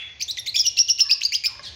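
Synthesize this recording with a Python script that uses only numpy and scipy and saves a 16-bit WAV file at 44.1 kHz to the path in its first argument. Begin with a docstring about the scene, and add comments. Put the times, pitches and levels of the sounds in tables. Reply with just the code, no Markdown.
"""A brick room of caged cockatiels: a small bird close by gives a quick run of chirps.
Each chirp opens on a raspy low note, then breaks into a loud, warbling whistle, both built from harmonics.
Farther birds swoop down onto held notes, and light taps ring the modes of a perch.
Shaped noise and two low sines make the room noise and hum; wall echoes and decaying noise make the room."""
import sys
import numpy as np
from scipy import signal
from scipy.fft import rfft, irfft
from scipy.io import wavfile

SR = 44100
rng = np.random.default_rng(int(sys.argv[2]) if len(sys.argv) > 2 else 0)


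def int16_out(signal):
    """Quantize to a 16-bit WAV file."""
    q = np.round(np.clip(np.atleast_2d(signal).T, -1, 1) * 32767)
    wavfile.write(sys.argv[1], SR, q.astype(np.int16))


N = 77175

# Room noise colour: (frequency [Hz], relative density [dB per Hz])
AIR_COLOUR = [(25, -15), (70, 9), (110, 3.5), (170, -5), (400, -7.5), (800, -9.5), (1500, -18.5),
              (3000, -5.5), (6500, -10), (7600, -49), (16000, -46)]
# Level ride of room noise and hum: (time [s], level [dB])
AIR_LEVEL = [(0, -54), (.25, -53.5), (.55, -51), (.75, -54), (1.25, -57.5), (1.42, -56.5), (1.58, -50.5),
             (1.75, -46.5)]
# Low hum: (frequency [Hz], level relative to the room noise [dB])
HUM = [(71, -9), (108, -10)]
# Farther birds, each call swooping down onto a held note: (time [s], length [s], from [Hz], to [Hz],
#   level [dB], first overtone [dB], pitch scatter [fraction of pitch])
FAR_CALLS = [ (-.02, 0.11, 3500, 3397, -36.5, -35, 0.02), (-.05, 0.087, 2875, 2550, -35, -25.5, 0.14),
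             (-.03, 0.15, 2538, 2119, -50, -38, 0.14), (1.018, 0.083, 1292, 1112, -52, -33, 0.07),
             (1.047, 0.033, 1855, 1662, -44.5, -31, .04), (1.467, 0.057, 1984, 1002, -49.5, -6, 0.1),
             (1.624, 0.075, 2716, 1674, -51.5, 13.5, 0.05), (1.643, 0.052, 5050, 4400, -35.5, -23, .08), ]
# Decay of the room ring: (frequency [Hz], t60 [s])
ROOM_T60 = [(500, 0.79), (2500, 0.62), (5500, 0.3), (9000, 0.47), (15000, 0.06)]
# Colour of the room ring: (frequency [Hz], level [dB])
ROOM_COLOUR = [(700, 3), (1800, 1.5), (2800, -3.5), (4000, 2.5), (5500, -3), (8000, 0), (11000, -3.5),
               (15000, 1)]
# Near walls: (delay [s], level [dB])
ECHOES = [(.0034, -12), (.0079, -15), (0.0119, -15.5)]
# Near bird's chirps: (time of the break [s], low note length [s], whistle length [s], opening hook [Hz],
#   low note from [Hz], to [Hz], whistle from [Hz], to [Hz], warble period [s], low note [dB],
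#   its swell [dB], whistle [dB], upper overtones [dB], rasp [0-1])
CHIRPS = [ (0.215, 0.015, 0.0059, 2009.5, 1610, 2876, 3880, 4130, 0.046, -18.5, 21, -27.5, -1.5, 0.12),
          (0.224, 0.0026, 0.011, -9.5, 3975, 4140, 5650, 6170, 0.038, -23.5, -9, -20, 3, 0.26),
          (0.312, 0.032, 0.0089, 7, 3386, 4140, 5720, 5560, 0.0065, -19, 9.5, -25, 0, 0.15),
          (0.384, 0.014, 0.011, 1996, 1681, 2073, 3590, 3554, 0.089, -30, -1.5, -20, -8.5, 0.39),
          (0.393, 0.0037, 0.011, -4, 3580, 4100, 5740, 5150, 0.04, -44, 7, -29, 21.5, 0.5),
          (.473, 0.012, 0.027, 1905, 1872, 2200, 3543, 4290, 0.07, -25.5, 2.5, -19.5, 1, 0.18),
          (.559, 0.016, 0.0062, 303, 2214, 2603, 3310, 3380, 0.043, -18, 7, -13, -0.5, 0.1),
          (0.564, 0.0025, .012, -11, 3487, 3450, 5090, 5680, 0.017, -22, 8, -12, 0.5, 0.68),
          (0.595, .017, 0.0221, 393.5, 3336, 3285, 5476, 4950, 0.0233, -24, -7.5, -12.5, -1.5, 0),
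          (0.667, .029, 0.022, 306.5, 3095, 2783, 5695, 5460, .016, -15.5, 19.5, -11, -2.5, 0.05),
          (0.789, 0.023, .031, 2212, 2546, 2900, 5380, 5693, 0.0099, -16, 13.5, -10, -4.5, 0.36),
          (0.898, 0.015, 0.022, 697, 3007, 2728, 5396, 5603, 0.0093, -20, 1, -10.5, -4, 0.19),
          (1.005, 0.022, 0.026, -11, 2690, 2943, 5360, 5296, 0.013, -15, 14.5, -10, -3.5, 0.46),
          (1.112, 0.0166, .027, -1.5, 2410, 2800, 4655, 5572, .009, -16, 6, -10, -7, 0.08),
          (1.235, 0.027, 0.018, -9, 2438, 3220, 6420, 6480, 0.016, -41.5, -7, -22, -0.5, 0.89),
          (1.25, .002, 0.013, 12, 4940, 4800, 4640, 4660, .0095, -61, 10, -10, -6, 0.46),
          (1.35, 0.029, 0.016, -7, 2160, 3300, 4800, 5020, 0.015, -19, 5.5, -15, -4, 0.26),
          (1.459, .021, 0.015, -2.5, 2268, 2572, 4750, 5402, 0.0072, -17, 11, -12.5, 0.5, 0.36), ]
# Harmonics of the low note, from the fundamental up: (level [dB])
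LOW_HARMONICS = [0.5, -4, -7, -8, -5.5, -7, -9]
# Harmonics of the whistle, from the fundamental up: (level [dB])
WHISTLE_HARMONICS = [-0.5, -8, -8.5, -35, -37, -25, -50]
# Resonance of throat and beak: (frequency [Hz], gain [dB])
THROAT = [(1500, -2.5), (2600, -4), (4000, 0), (5400, 3.5), (6500, 0.5), (8000, -19), (9700, -17.5),
          (11300, -21), (13300, -17.5), (15300, -12.5), (17000, -34)]
# Tiny rising squeaks around the chirps: (time of the peak [s], pitch there [Hz], level [dB])
SQUEAKS = [(.199, 4600, -33), (.216, 4530, -23), (0.592, 5530, -14), (.772, 4200, -19),
           (0.878, 4730, -27.5), (0.979, 4240, -29), (1.092, 4440, -25), (1.218, 2830, -17),
           (1.235, 4330, -15)]
# Light taps on the perch: (time [s], level [dB])
TAPS = [(1.553, -39), (1.593, -31)]
# Ringing modes of the perch: (frequency [Hz], level [dB], t60 [s])
PERCH_MODES = [(575, -13.5, 0.085), (1082, -4.5, 0.069), (1656, -1.5, .035), (2120, -9, 0.037),
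               (5100, 7, .015)]

HUM_WAVER, HUM_WAVER_HZ = .3, 6   # spread, as a fraction of level and as radians of phase
ROOM_DB, ROOM_GAP_S = -7.5, 0.0019   # ring of the near sounds; its silent lead-in
SWOOP_S, FAR_EDGE_S = 0.013, .012
FAR_SCATTER_RATE_HZ, FAR_ROLLOFF_DB = 657, -9.5   # rolloff per overtone
ATTACK_S, RELEASE_S, BREAK_S = 0.001, 0.0013, 0.0012
HOOK_S = 0.00247   # the hook settles onto the low note
WARBLE_HZ, WARBLE_DECAY_S = 306, 0.02
WARBLE_DIP_DB = 4   # the whistle thins whenever its warble swings low
WHISTLE_SAG_DB = 5.5   # the whistle weakens after the break
BREAK_DIP_DB = 5   # the voice thins as it breaks
OVERTONES_FROM_HZ = 7040
OVERTONE_SWELL_DB = 8   # the upper overtones open up as the low note builds
RASP_SETTLE_S, RASP_HELD, BREAK_RASP = .007, .15, .5
RASP_JITTER, PITCH_JITTER, JITTER_RATE_HZ = .12, .011, 300   # jitter as a fraction of pitch
DOUBLING = .5   # strong and weak cycles alternate in the rasp
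HISS_DB, HISS_TOP_HZ = -10, 7000
FLUTTER_DB, FLUTTER_HELD, FLUTTER_HZ = 4.5, .3, 160
SQUEAK_S, SQUEAK_RISE_HZ_PER_S = 0.0014, 250000
NEAR_LOW_CUT_HZ = 1640   # the near bird's sounds carry little below this
TAP_CONTACT_S = 0.0024
CUTOFF_HZ = 16100


def from_db(db):
    """Decibels to gain."""
    return 10 ** (np.asarray(db) / 20)


def rms_one(x):
    """Scale to an rms of 1."""
    return x / np.sqrt(np.mean(x ** 2) + 1e-20)


def at_hz(points, hz):
    """Read a table on a log-frequency axis."""
    f, v = np.transpose(points)
    return np.interp(np.log(np.maximum(hz, 1)), np.log(f), v)


def ramp(x):
    """Smooth step from 0 to 1."""
    return np.sin(np.pi / 2 * np.clip(x, 0, 1)) ** 2


def shaped_noise(gain, size=N):
    """Noise whose spectrum follows gain(Hz); rms 1."""
    hz = np.arange(size // 2 + 1) * SR / size
    return rms_one(irfft(rfft(rng.standard_normal(size)) * gain(hz), size))


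def wander(rate_hz, size=N):
    """Random wavering, mostly below the given rate; spread 1."""
    return shaped_noise(lambda f: 1 / (1 + (f / rate_hz) ** 2), size=size)


def turn(hz):
    """Phase of an oscillator that follows a pitch curve."""
    return 2 * np.pi * np.cumsum(hz) / SR


def background(t):
    """Soft room noise and a wavering hum, rising and falling together."""
    air = shaped_noise(lambda f: from_db(at_hz(AIR_COLOUR, f)))
    hum = 0
    for hz, db in HUM:
        swell = 1 + HUM_WAVER * wander(HUM_WAVER_HZ)
        phase = 2 * np.pi * hz * t + HUM_WAVER * wander(HUM_WAVER_HZ)
        hum = hum + from_db(db) * np.sqrt(2) * swell * np.sin(phase)
    return from_db(np.interp(t, *np.transpose(AIR_LEVEL))) * (air + hum)


def room(x):
    """Diffuse ring of the room: bands of noise, each with its own colour and decay."""
    t, tail = np.arange(SR) / SR, 0
    edges = np.geomspace(200, 18000, 14)
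    for low, high in zip(edges, edges[1:]):
        centre = np.sqrt(low * high)
        band_pass = signal.butter(2, [low, high], "band", fs=SR, output="sos")
        band = signal.sosfilt(band_pass, rng.standard_normal(SR))
        decay = np.exp(-np.log(1000) * t / at_hz(ROOM_T60, centre))
        tail = tail + from_db(at_hz(ROOM_COLOUR, centre)) * band * decay
    # a longer decay holds more energy, so scale by one t60
    tail = tail * ramp(t / ROOM_GAP_S - 1) * np.sqrt(2 * np.log(1000) / (SR * ROOM_T60[1][1]))
    return signal.fftconvolve(x, tail)[:len(x)]


def far_birds():
    """Falling calls from across the room, direct sound plus the room's ring."""
    lead = SR // 4   # lets calls and ring start before the scene opens
    t, out = np.arange(-lead, N) / SR, 0
    for s, length, from_hz, to_hz, db, overtone_db, scatter in FAR_CALLS:
        hz = to_hz + (from_hz - to_hz) * np.exp(-np.maximum(t - s, 0) / SWOOP_S)
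        phase = turn(hz * (1 + scatter * wander(FAR_SCATTER_RATE_HZ, size=len(t))))
        voice = np.sin(phase)
        for k in range(3):
            voice = voice + from_db(overtone_db + FAR_ROLLOFF_DB * k) * np.sin((k + 2) * phase)
        gate = ramp((t - s) / FAR_EDGE_S) * ramp((s + length - t) / FAR_EDGE_S)
        out = out + from_db(db) * voice * gate
    return (out + room(out))[lead:]


def chirp(t, low_s, high_s, hook_hz, low_from, low_to, high_from, high_to, warble_s,
          low_db, swell_db, high_db, bright_db, rasp):
    """A low note, entered by a pitch hook, cracks into a warbling whistle at t = 0."""
    high = .5 + .5 * np.tanh(t / BREAK_S)   # crossfade from low note to whistle
    low = 1 - high
    after, age = np.maximum(t, 0), np.maximum(t + low_s, 0)
    early, late = np.clip(-t / low_s, 0, 1), np.clip(t / high_s, 0, 1)

    warble = np.sin(2 * np.pi * after / warble_s) * np.exp(-after / WARBLE_DECAY_S)
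    low_hz = low_to + (low_from - low_to) * early + hook_hz * np.exp(-age / HOOK_S)
    high_hz = high_from + (high_to - high_from) * late + WARBLE_HZ * warble
    # roughest at the onset, with an extra crackle at the break
    onset_rasp = rasp * (RASP_HELD + rasp ** 2 + np.exp(-age / RASP_SETTLE_S))
    rough = low * (onset_rasp + BREAK_RASP * high)
    jitter = (RASP_JITTER * rough + PITCH_JITTER) * wander(JITTER_RATE_HZ, size=len(t))
    hz = (low * low_hz + high * high_hz) * np.exp(jitter)

    phase, voice = turn(hz), 0
    overtones_db = bright_db - OVERTONE_SWELL_DB * (early - .5) * low
    for k, (low_part, high_part) in enumerate(zip(LOW_HARMONICS, WHISTLE_HARMONICS), 1):
        upper = ramp(2 * (k * hz / OVERTONES_FROM_HZ - 1) + .5)
        db = low * low_part + high * high_part + at_hz(THROAT, k * hz) + overtones_db * upper
        voice = voice + from_db(db) * np.sin(k * phase) * (k * hz < SR / 2)
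    voice = voice * (1 + DOUBLING * np.minimum(rough, 1) * np.sin(phase / 2))

    def breath_colour(f):
        """Throat resonance with soft cuts at both ends."""
        return from_db(at_hz(THROAT, f)) * ramp(f / THROAT[0][0] - .5) / (1 + (f / HISS_TOP_HZ) ** 2)

    hiss = shaped_noise(breath_colour, size=len(t))
    whistle_db = high_db - WHISTLE_SAG_DB * late + WARBLE_DIP_DB * np.minimum(warble, 0)
    level = low * (low_db - swell_db * early) + high * whistle_db
    flutter = FLUTTER_DB * (FLUTTER_HELD + np.minimum(rough, 1)) * wander(FLUTTER_HZ, size=len(t))
    level = level + flutter - BREAK_DIP_DB * 2 * low * high
    gate = ramp((t + low_s) / ATTACK_S + .5) * ramp((high_s - t) / RELEASE_S + .5)
    return (voice + from_db(HISS_DB) * rough * hiss) * from_db(level) * gate


def near_bird(t):
    """The run of chirps and tiny rising squeaks, thinned in the lows."""
    out = np.zeros(N)
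    for s, *shape in CHIRPS:
        span = np.abs(t - s) < .06
        out[span] += chirp(t[span] - s, *shape)
    for s, hz, db in SQUEAKS:
        age = t - s
        swell = np.exp(-.5 * (age / SQUEAK_S) ** 2)
        out += from_db(db) * swell * np.sin(2 * np.pi * (hz + SQUEAK_RISE_HZ_PER_S * age / 2) * age)
    return signal.sosfilt(signal.butter(6, NEAR_LOW_CUT_HZ, "high", fs=SR, output="sos"), out)


def perch_taps(t):
    """Each tap briefly rings the modes of the wooden perch."""
    out = 0
    for s, db in TAPS:
        age = np.maximum(t - s, 0)
        for hz, mode_db, t60 in PERCH_MODES:
            ring = ramp(age / TAP_CONTACT_S) * np.exp(-np.log(1000) * age / t60)
            out = out + from_db(db + mode_db) * np.sin(2 * np.pi * hz * age) * ring
    return out


def wall_echoes(near):
    """Delayed, softer copies of the near sounds off the walls."""
    return sum(from_db(db) * np.pad(near, (int(abs(delay) * SR), 0))[:N] for delay, db in ECHOES)


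def scene():
    """Near sounds with their wall echoes and room ring, far birds and background."""
    t = np.arange(N) / SR
    near = near_bird(t) + perch_taps(t)
    near_in_room = near + wall_echoes(near) + from_db(ROOM_DB) * room(near)
    return (near_in_room + far_birds() + background(t))[None]


def record(dry):
    """The top is cut steeply."""
    return signal.sosfilt(signal.ellip(10, .1, 80, CUTOFF_HZ, fs=SR, output="sos"), dry)


dry = scene()
out = record(dry)
int16_out(out)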